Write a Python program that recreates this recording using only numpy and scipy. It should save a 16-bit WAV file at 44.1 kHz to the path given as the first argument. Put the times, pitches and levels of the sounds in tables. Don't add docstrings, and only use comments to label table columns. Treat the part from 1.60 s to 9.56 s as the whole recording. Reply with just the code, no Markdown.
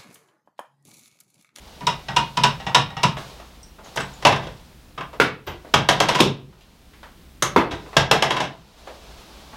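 import sys
import numpy as np
from scipy import signal
from scipy.fft import rfft, irfft, next_fast_len
from scipy.io import wavfile
from scipy.ndimage import uniform_filter1d, map_coordinates

SR = 44100
rng = np.random.default_rng(int(sys.argv[2]) if len(sys.argv) > 2 else 0)


def store_pcm(level_fs):
    pcm = np.round(np.clip(level_fs, -1, 1) * 32767).astype(np.int16)
    wavfile.write(sys.argv[1], SR, np.atleast_2d(pcm).T)


N = 351124
LENGTH = 24576
T = np.arange(LENGTH) / SR
HZ = np.fft.rfftfreq(LENGTH, 1 / SR)

# (frequency [Hz], level [dB])
BODY_SPECTRUM = [(40, -19), (100, -15), (200, -9), (400, 0), (1000, 1), (1600, -5), (2200, -5),
                 (3500, -31.5), (7000, -46.5)]
# (frequency [Hz], level [dB])
RATTLE_SPECTRUM = [(900, -17.5), (1900, -11.5), (2700, 1), (3600, -1.5), (4400, -8), (5500, -5.5),
                   (7000, -14), (10000, -23.5), (13000, -30), (16000, -44.5)]
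# (time [s], level [dB], ring of the catch against the body [dB])
CLACKS = [(0.206, -38, 3), (.267, -19, 7), (0.562, -17, 7), (.769, -21.5, 6.5), (.834, -15, 4.5),
          (1.145, -10.5, -1.5), (1.431, -17, 3.5)]
# (time [s], level [dB])
LIFTS = [(0.483, -30.5), (0.998, -39), (1.065, -27.5), (1.301, -40.5), (1.366, -31)]
# (frequency [Hz], level [dB], t60 [s])
CLACK_MODES = [(920, -4, 0.24), (939, -11, 0.17), (980, 3, 0.17), (991.4, -12, 0.3), (1274, -18, 0.2),
               (1410, -16.5, 0.18), (2000, -29.5, 0.38), (2460, -17.5, 0.29), (2745, -21.5, 0.22),
               (2930, -24.5, 0.24), (3660, -27.5, 0.1), (5700, -28, 0.11)]
# (frequency [Hz], level [dB], t60 [s])
LIFTED_CATCH_MODES = [(790, 6, 0.18), (915, -2, 0.66), (1900, 0, 0.23), (2680, -4.5, .18), (3806, -7, .16)]
# (frequency [Hz], width [Hz], level before the lift in peaks [dB])
HOUSING_PEAKS = [(2856, 110, 4.5), (3050, 52, -17.5), (3780, 200, 3.5), (5220, 190, 3.5), (7870, 290, 2),
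                 (9250, 200, 3)]
CLACK_DB = -16
CLACK_RATTLE_DB, CLACK_RATTLE_GROWS = -20, 1.37
CLACK_THUMP_DB, CLACK_THUMP_GROWS = -34.5, 0.16
SWING_DB_PER_S = 9
CLACK_RISE_STEP_S, STEP_DOUBLES_DB = 0.00095, 3.5
LIFT_RATTLE_DB, LIFT_THUMP_DB = -6, -4.5


def catch():
    out = np.zeros(N)
    wood = amp(along(BODY_SPECTRUM, HZ)) * resonance(1200, q=0.81)
    fittings = amp(along(RATTLE_SPECTRUM, HZ)) * peaks(HOUSING_PEAKS)
    for s, db, ring_db in CLACKS:
        force = db - CLACK_DB
        rattle_db = CLACK_RATTLE_DB + CLACK_RATTLE_GROWS * force
        thump_db = CLACK_THUMP_DB + CLACK_THUMP_GROWS * force + SWING_DB_PER_S * s
        rise = CLACK_RISE_STEP_S * (2.5 + 2 ** (force / STEP_DOUBLES_DB))
        body = blow(colour(contact(rise=0.0091, t60=0.072, wet_db=-5), wood))
        steel = amp(ring_db) * ring(CLACK_MODES, rise=.005, scatter_db=2)
        rattle = blow(colour(contact(rise, t60=0.041, wet_db=-5.0), fittings))
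        clack = amp(db) * blow(body + steel)
        add(out, s, clack + amp(rattle_db) * rattle + amp(thump_db) * thump(rise=0.015))
    for s, db in LIFTS:
        tap = blow(colour(contact(rise=0.0061, t60=0.018, wet_db=2.0), wood))
        ping = ring(LIFTED_CATCH_MODES, rise=.004, scatter_db=1.5)
        click = blow(ping + amp(-0.5) * tap)
        loose_steel = fittings * resonance(3000, q=0.64)
        rattle = blow(colour(contact(rise=0.0016, t60=0.053, wet_db=-2.5), loose_steel))
        lift = click + amp(LIFT_RATTLE_DB) * rattle + amp(LIFT_THUMP_DB) * thump(rise=0.0071)
        add(out, s, amp(db) * lift)
    return out


# (time [s], level [dB], panel resonance [Hz], treble tilt [dB per octave])
KNOCKS = [(1.566, -35, 1230, -2), (2.358, -34.5, 890, 8.5), (2.371, -26.5, 1500, 1),
          (2.4, -32.5, 1500, 2.5), (2.622, -37.5, 1030, 3.5), (2.65, -8.5, 800, -0.5),
          (2.656, -14.5, 740, -7.5), (2.666, -14, 820, 2), (2.722, -18.5, 780, -3.5), (2.759, -31, 900, 1),
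          (2.868, -35.5, 513, -2), (3.376, -33, 1220, -6), (3.406, -33, 1100, -4.5),
          (4.605, -12, 1040, 7.5), (5.822, -21.5, 1330, 9), (6.802, -14.5, 750, 0), (6.838, -28, 650, 2)]
# (time [s], level [dB])
SETTLES = [(2.823, -37), (3.864, -28.5), (6.105, -26)]


def frame():
    out = np.zeros(N)
    for s, db, panel_hz, tilt_db in KNOCKS:
        add(out, s, knock(db, panel_hz, tilt_db, panel_db=5))
    for s, db in SETTLES:
        shudder = knock(db, panel_hz=354, tilt_db=-1.0, panel_db=13.5, give=0.021)
        add(out, s, shudder + amp(db - 6) * sway())
    return out


# (time [s], level [dB], first flight [s], loss a bounce [dB])
FALLS = [(4.138, -9, .149, 3.5), (6.366, 0.5, .1455, 5)]
FLIGHT_KEPT, FLIGHT_LOST_S = .845, .012
HARD_FLIGHT_S, HARD_PANEL_HZ, SOFT_PANEL_HZ = .1, 750, 1000
LANDING_DB, LANDING_THUMP_DB, LANDING_SWAY_DB = 1, -9, -18.5
REBOUND_TILT_DB, DULLER_DB = 2.5, .2
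SOFT_FLIGHT_S, SINK_SHARE = 0.086, 0.23


def falls():
    out = np.zeros(N)
    for s, db, flight, loss_db in FALLS:
        landing = knock(db + LANDING_DB, SOFT_PANEL_HZ, tilt_db=.8, panel_db=-18, give=.0007)
        landing_thump = amp(db + LANDING_THUMP_DB) * thump(rise=0.006)
        add(out, s, landing + landing_thump + amp(db + LANDING_SWAY_DB) * sway())
        for bounce in range(5):
            s += flight
            lost_db = loss_db * bounce
            panel_hz = HARD_PANEL_HZ if flight > HARD_FLIGHT_S else SOFT_PANEL_HZ
            tilt_db = REBOUND_TILT_DB - DULLER_DB * lost_db
            give = SINK_SHARE * max(SOFT_FLIGHT_S - flight, 0)
            add(out, s, knock(db - lost_db, panel_hz, tilt_db, panel_db=2.5, give=give))
            flight = FLIGHT_KEPT * flight - FLIGHT_LOST_S
    return out


# (time [s], board frequency [Hz], board level [dB],
# board chatter t60 [s] (its swing dies in half of that), plate frequency [Hz], plate level [dB],
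# snap level [dB], cushion thump level [dB])
DROPS = [(3.5997, 475, -10.5, 0.095, 1430, -7, -22.5, -25.5), (4.6024, 332, -4, 0.16, 1034, -14, -6, -12.5),
         (5.9614, 400, -8, 0.023, 960, -9, -44.5, -31)]


def drops():
    out = np.zeros(N)
    for s, board_hz, board_db, board_t60, plate_hz, plate_db, snap_db, thump_db in DROPS:
        board_gain = resonance(board_hz, q=1.5) * resonance(board_hz / 2, q=0.52)
        board_swing = np.sin(2 * np.pi * board_hz * T) * fade(board_t60 / 2)
        board_chatter = blow(colour(contact(rise=0.00037, t60=board_t60, wet_db=-1), board_gain))
        board = blow(colour(board_swing, board_gain)) + amp(2) * board_chatter

        plate_gain = resonance(plate_hz, q=1.3) * resonance(plate_hz, q=.55)
        plate_swing = np.sin(2 * np.pi * plate_hz * T) * fade(.02) * (1 - np.exp(-T / .001))
        plate_chatter = blow(colour(contact(rise=0.001, t60=0.022, wet_db=3), plate_gain))
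        plate = blow(plate_swing) + amp(2) * plate_chatter

        snap_gain = amp(along(RATTLE_SPECTRUM, HZ))
        snap = blow(colour(contact(rise=0.0016, t60=0.045, wet_db=-3.5), snap_gain))
        thud = amp(board_db) * blow(board) + amp(plate_db) * blow(plate)
        add(out, s, thud + amp(snap_db) * snap + amp(thump_db) * thump(rise=.012))
    return out


# (time [s], level [dB], centre frequency [Hz])
TOUCHES = [(1.794, -45.5, 692), (2.183, -46.5, 670), (2.255, -49, 830), (3.528, -40, 600),
           (4.043, -42, 430), (4.924, -52, 990), (5.008, -52.5, 3380), (5.333, -54, 2000),
           (5.428, -43.5, 1040), (6.259, -42, 480), (6.327, -38, 790), (7.27, -34, 650), (7.929, -44, 810)]
PAT_CYCLES = 2.8


def touches():
    out = np.zeros(N)
    for s, db, hz in TOUCHES:
        pad = resonance(hz, q=1.1) * resonance(600, q=0.26)
        pat = blow(colour(contact(PAT_CYCLES / hz, t60=0.083, wet_db=-1), pad))
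        add(out, s, amp(db) * pat)
    return out


# (time [s], frequency [Hz], level [dB])
TINKS = [(2.028, 5680, -52), (2.028, 8440, -57.5), (2.243, 6600, -56), (2.403, 7870, -46.5),
         (2.535, 7060, -55), (3.866, 14000, -46), (5.823, 6370, -27)]


def tinks():
    out = np.zeros(N)
    for s, hz, db in TINKS:
        tink = blow(colour(contact(rise=0.0032, t60=0.017, wet_db=-2), resonance(hz, q=13) ** 2))
        add(out, s, amp(db) * tink)
    return out


# (start time [s], length [s], level [dB])
STROKES = [(0, 1, -48.5), (1.56, 0.033, -41), (2.227, 0.62, -47), (3.85, 1.24, -54.5), (6.127, 1.223, -48),
           (7.166, 0.9, -47.5)]
# (frequency [Hz], level per Hz [dB])
CLOTH_SPECTRUM = [(150, -2.5), (500, 3), (900, 2.5), (1800, -7), (3800, -3.5), (5500, -8), (8000, -15.5),
                  (15000, -24)]
# (frequency [Hz], level per Hz [dB])
AIR_SPECTRUM = [(12, -22.5), (22, -6), (60, 5), (85, -8.5), (130, -8), (200, -7), (300, -13), (550, -22),
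                (1000, -25.5), (2000, -26), (3500, -27.5), (7000, -34), (16000, -36)]
STROKE_ATTACK_S, STROKE_RELEASE_S, RESTING_CLOTH_DB = 0.02, 0.24, -62


def background():
    t = np.arange(N) / SR
    hum = amp(-60.5 + 1.3 * wobble(2)) * unit(np.sin(2 * np.pi * 58.5 * t))
    power = amp(RESTING_CLOTH_DB) ** 2
    for s, length, db in STROKES:
        attack = np.clip((t - s) / STROKE_ATTACK_S, 0, 1)
        release = np.exp(-np.maximum(t - s - length, 0) / STROKE_RELEASE_S)
        power = power + (amp(db) * attack * release) ** 2
    cloth = np.sqrt(power) * amp(0.74 * wobble(25)) * noise(CLOTH_SPECTRUM)
    return amp(-47.5) * noise(AIR_SPECTRUM) + hum + cloth


# (frequency [Hz], width [Hz], level before the lift in peaks [dB])
FRAME_PEAKS = [(302, 22, -3), (450.6, 8.5, -5), (535, 15, -5.5), (658, 7.3, 4.5), (1010, 75, -2.5),
               (1603, 63, 4), (1990, 42, -1.5), (2680, 44, 4), (3000, 77, -3), (3275, 40, 5),
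               (3750, 100, 2.5), (5230, 110, -16)]
KNOCK_DB = -10
KNOCK_RATTLE_DB, KNOCK_RATTLE_GROWS = -14.5, 1.103
RATTLE_PER_TILT = 0.3
KNOCK_THUMP_DB, KNOCK_THUMP_GROWS = -23, 0.88
KNOCK_RISE_S, RISE_HALVES_DB = 0.0014, 22


def knock(db, panel_hz, tilt_db, panel_db, give=0):
    force = db - KNOCK_DB
    rise = give + KNOCK_RISE_S * 2 ** (-force / RISE_HALVES_DB)
    rattle_db = KNOCK_RATTLE_DB + KNOCK_RATTLE_GROWS * force + RATTLE_PER_TILT * tilt_db
    thump_db = KNOCK_THUMP_DB + KNOCK_THUMP_GROWS * force
    tubes = peaks(FRAME_PEAKS)
    panel = amp(along(BODY_SPECTRUM, HZ)) * (1 + amp(panel_db) * resonance(panel_hz, q=13))
    tilt = tilt_db * np.log2(np.maximum(HZ, 900) / 3000)
    fittings = amp(along(RATTLE_SPECTRUM, HZ) + tilt)
    body = blow(colour(contact(rise, t60=0.064, wet_db=-2.5), panel * tubes))
    rattle = blow(colour(contact(rise, t60=0.054, wet_db=-4.5), fittings * tubes))
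    return amp(db) * blow(body) + amp(rattle_db) * rattle + amp(thump_db) * thump(rise=0.012)


# (frequency [Hz], level [dB], t60 [s])
CUSHION_MODES = [(110.6, -10, 0.12), (136.1, 0, 0.44), (152.8, -2, 0.3), (184.6, -10, 0.31)]


def thump(rise):
    swing = ring(CUSHION_MODES, rise, scatter_db=1.5)
    puff_gain = resonance(160, q=1.7) * resonance(145, q=0.44)
    puff = blow(colour(contact(rise, t60=0.09, wet_db=3), puff_gain))
    return blow(swing + amp(-1.5) * puff)


# (frequency [Hz], level [dB], t60 [s])
BASE_MODES = [(52.9, 1, 0.53), (60, -9.5, 0.22), (87, 9, 0.3)]


def sway():
    return ring(BASE_MODES, rise=.015, scatter_db=1)


STRIKE_DETUNE = 0.0038


def ring(modes, rise, scatter_db):
    hz, db, t60 = np.transpose(modes)[:, :, None]
    hz = hz * (1 + STRIKE_DETUNE * rng.standard_normal(hz.shape))
    phase = rng.uniform(0, 2 * np.pi, hz.shape)
    size = amp(db + scatter_db * rng.standard_normal(hz.shape))
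    swings = size * fade(t60) * np.sin(2 * np.pi * hz * T + phase)
    return blow(np.sum(swings, 0) * (1 - np.exp(-(T / rise) ** 2)))


def contact(rise, t60, wet_db):
    onset = 1 - np.exp(-(T / rise) ** 2)
    knots = rng.standard_normal(LENGTH // 32 + 4)
    spikes = amp(3.5 * map_coordinates(knots, [np.arange(LENGTH) / 32], order=1))
    chatter = rng.standard_normal(LENGTH) * spikes * onset * fade(t60)
    echo = blow(signal.fftconvolve(chatter, room())[:LENGTH])
    return blow(chatter) + amp(wet_db) * blow(echo + room() * onset)


# (frequency [Hz], t60 [s])
ROOM_DECAY = [(80, 0.64), (210, 0.33), (400, 0.31), (1500, 0.28), (3900, .28), (7000, 0.2), (14000, 0.18)]


def room(build=0.0072):
    hz, t, z = signal.stft(rng.standard_normal(LENGTH), SR, nperseg=256)
    decay = fade(along(ROOM_DECAY, hz)[:, None], t)
    tail = signal.istft(z * decay, SR, nperseg=256)[1][:LENGTH]
    return blow(tail * (1 - np.exp(-T / build)))


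def resonance(hz, q):
    return 1 / np.sqrt(1 + (q * ((HZ + 1) / hz - hz / (HZ + 1))) ** 2)


def peaks(table):
    return np.sqrt(1 + sum((amp(db + 2) * resonance(hz, hz / width)) ** 2 for hz, width, db in table))


def colour(x, gain):
    cepstrum = irfft(np.log(np.maximum(gain, 1e-6)))
    cepstrum[1:LENGTH // 2] *= 2
    cepstrum[LENGTH // 2 + 1:] = 0
    return irfft(rfft(x) * np.exp(rfft(cepstrum)))


def noise(spectrum):
    size = next_fast_len(N + LENGTH)
    gain = amp(along(spectrum, np.fft.rfftfreq(size, 1 / SR)))
    return unit(irfft(rfft(rng.standard_normal(size)) * gain, size)[:N])


def wobble(rate):
    knots = rng.standard_normal(int(N * rate / SR) + 4)
    return map_coordinates(knots, [np.arange(N) * rate / SR])


def amp(db):
    return 10 ** (np.asarray(db) / 20)


def unit(x):
    return x / np.sqrt(np.mean(x ** 2) + 1e-20)


def blow(x):
    return x / np.sqrt(np.mean(x[:SR // 20] ** 2) + 1e-20)


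def fade(t60, t=T):
    return np.exp(-np.log(1000) * t / t60)


def along(points, hz):
    f, v = np.transpose(points)
    return np.interp(np.log(hz + 1), np.log(f + 1), v)


def add(track, s, x):
    part = track[round(s * SR):][:len(x)]
    part += x[:len(part)]


def scene():
    table = catch() + frame() + falls() + drops()
    return (table + touches() + tinks() + background())[None]


def gain_control(x, limit_db, recovery_db):
    power = np.abs(uniform_filter1d(x[0] ** 2, SR // 250))
    excess = np.maximum(10 * np.log10(power + 1e-12) - limit_db, 0)
    creep = recovery_db * np.arange(N) / SR
    return x * amp(creep - np.maximum.accumulate(excess + creep))


TOP_HZ = 16000


def record(dry):
    loud = np.clip(gain_control(dry, limit_db=-7.0, recovery_db=15.0), -1, 1)
    size = next_fast_len(N + LENGTH)
    band = np.fft.rfftfreq(size, 1 / SR) < TOP_HZ
    return irfft(rfft(loud, size) * band, size)[:, :N]


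dry = scene()
out = record(dry)
store_pcm(out)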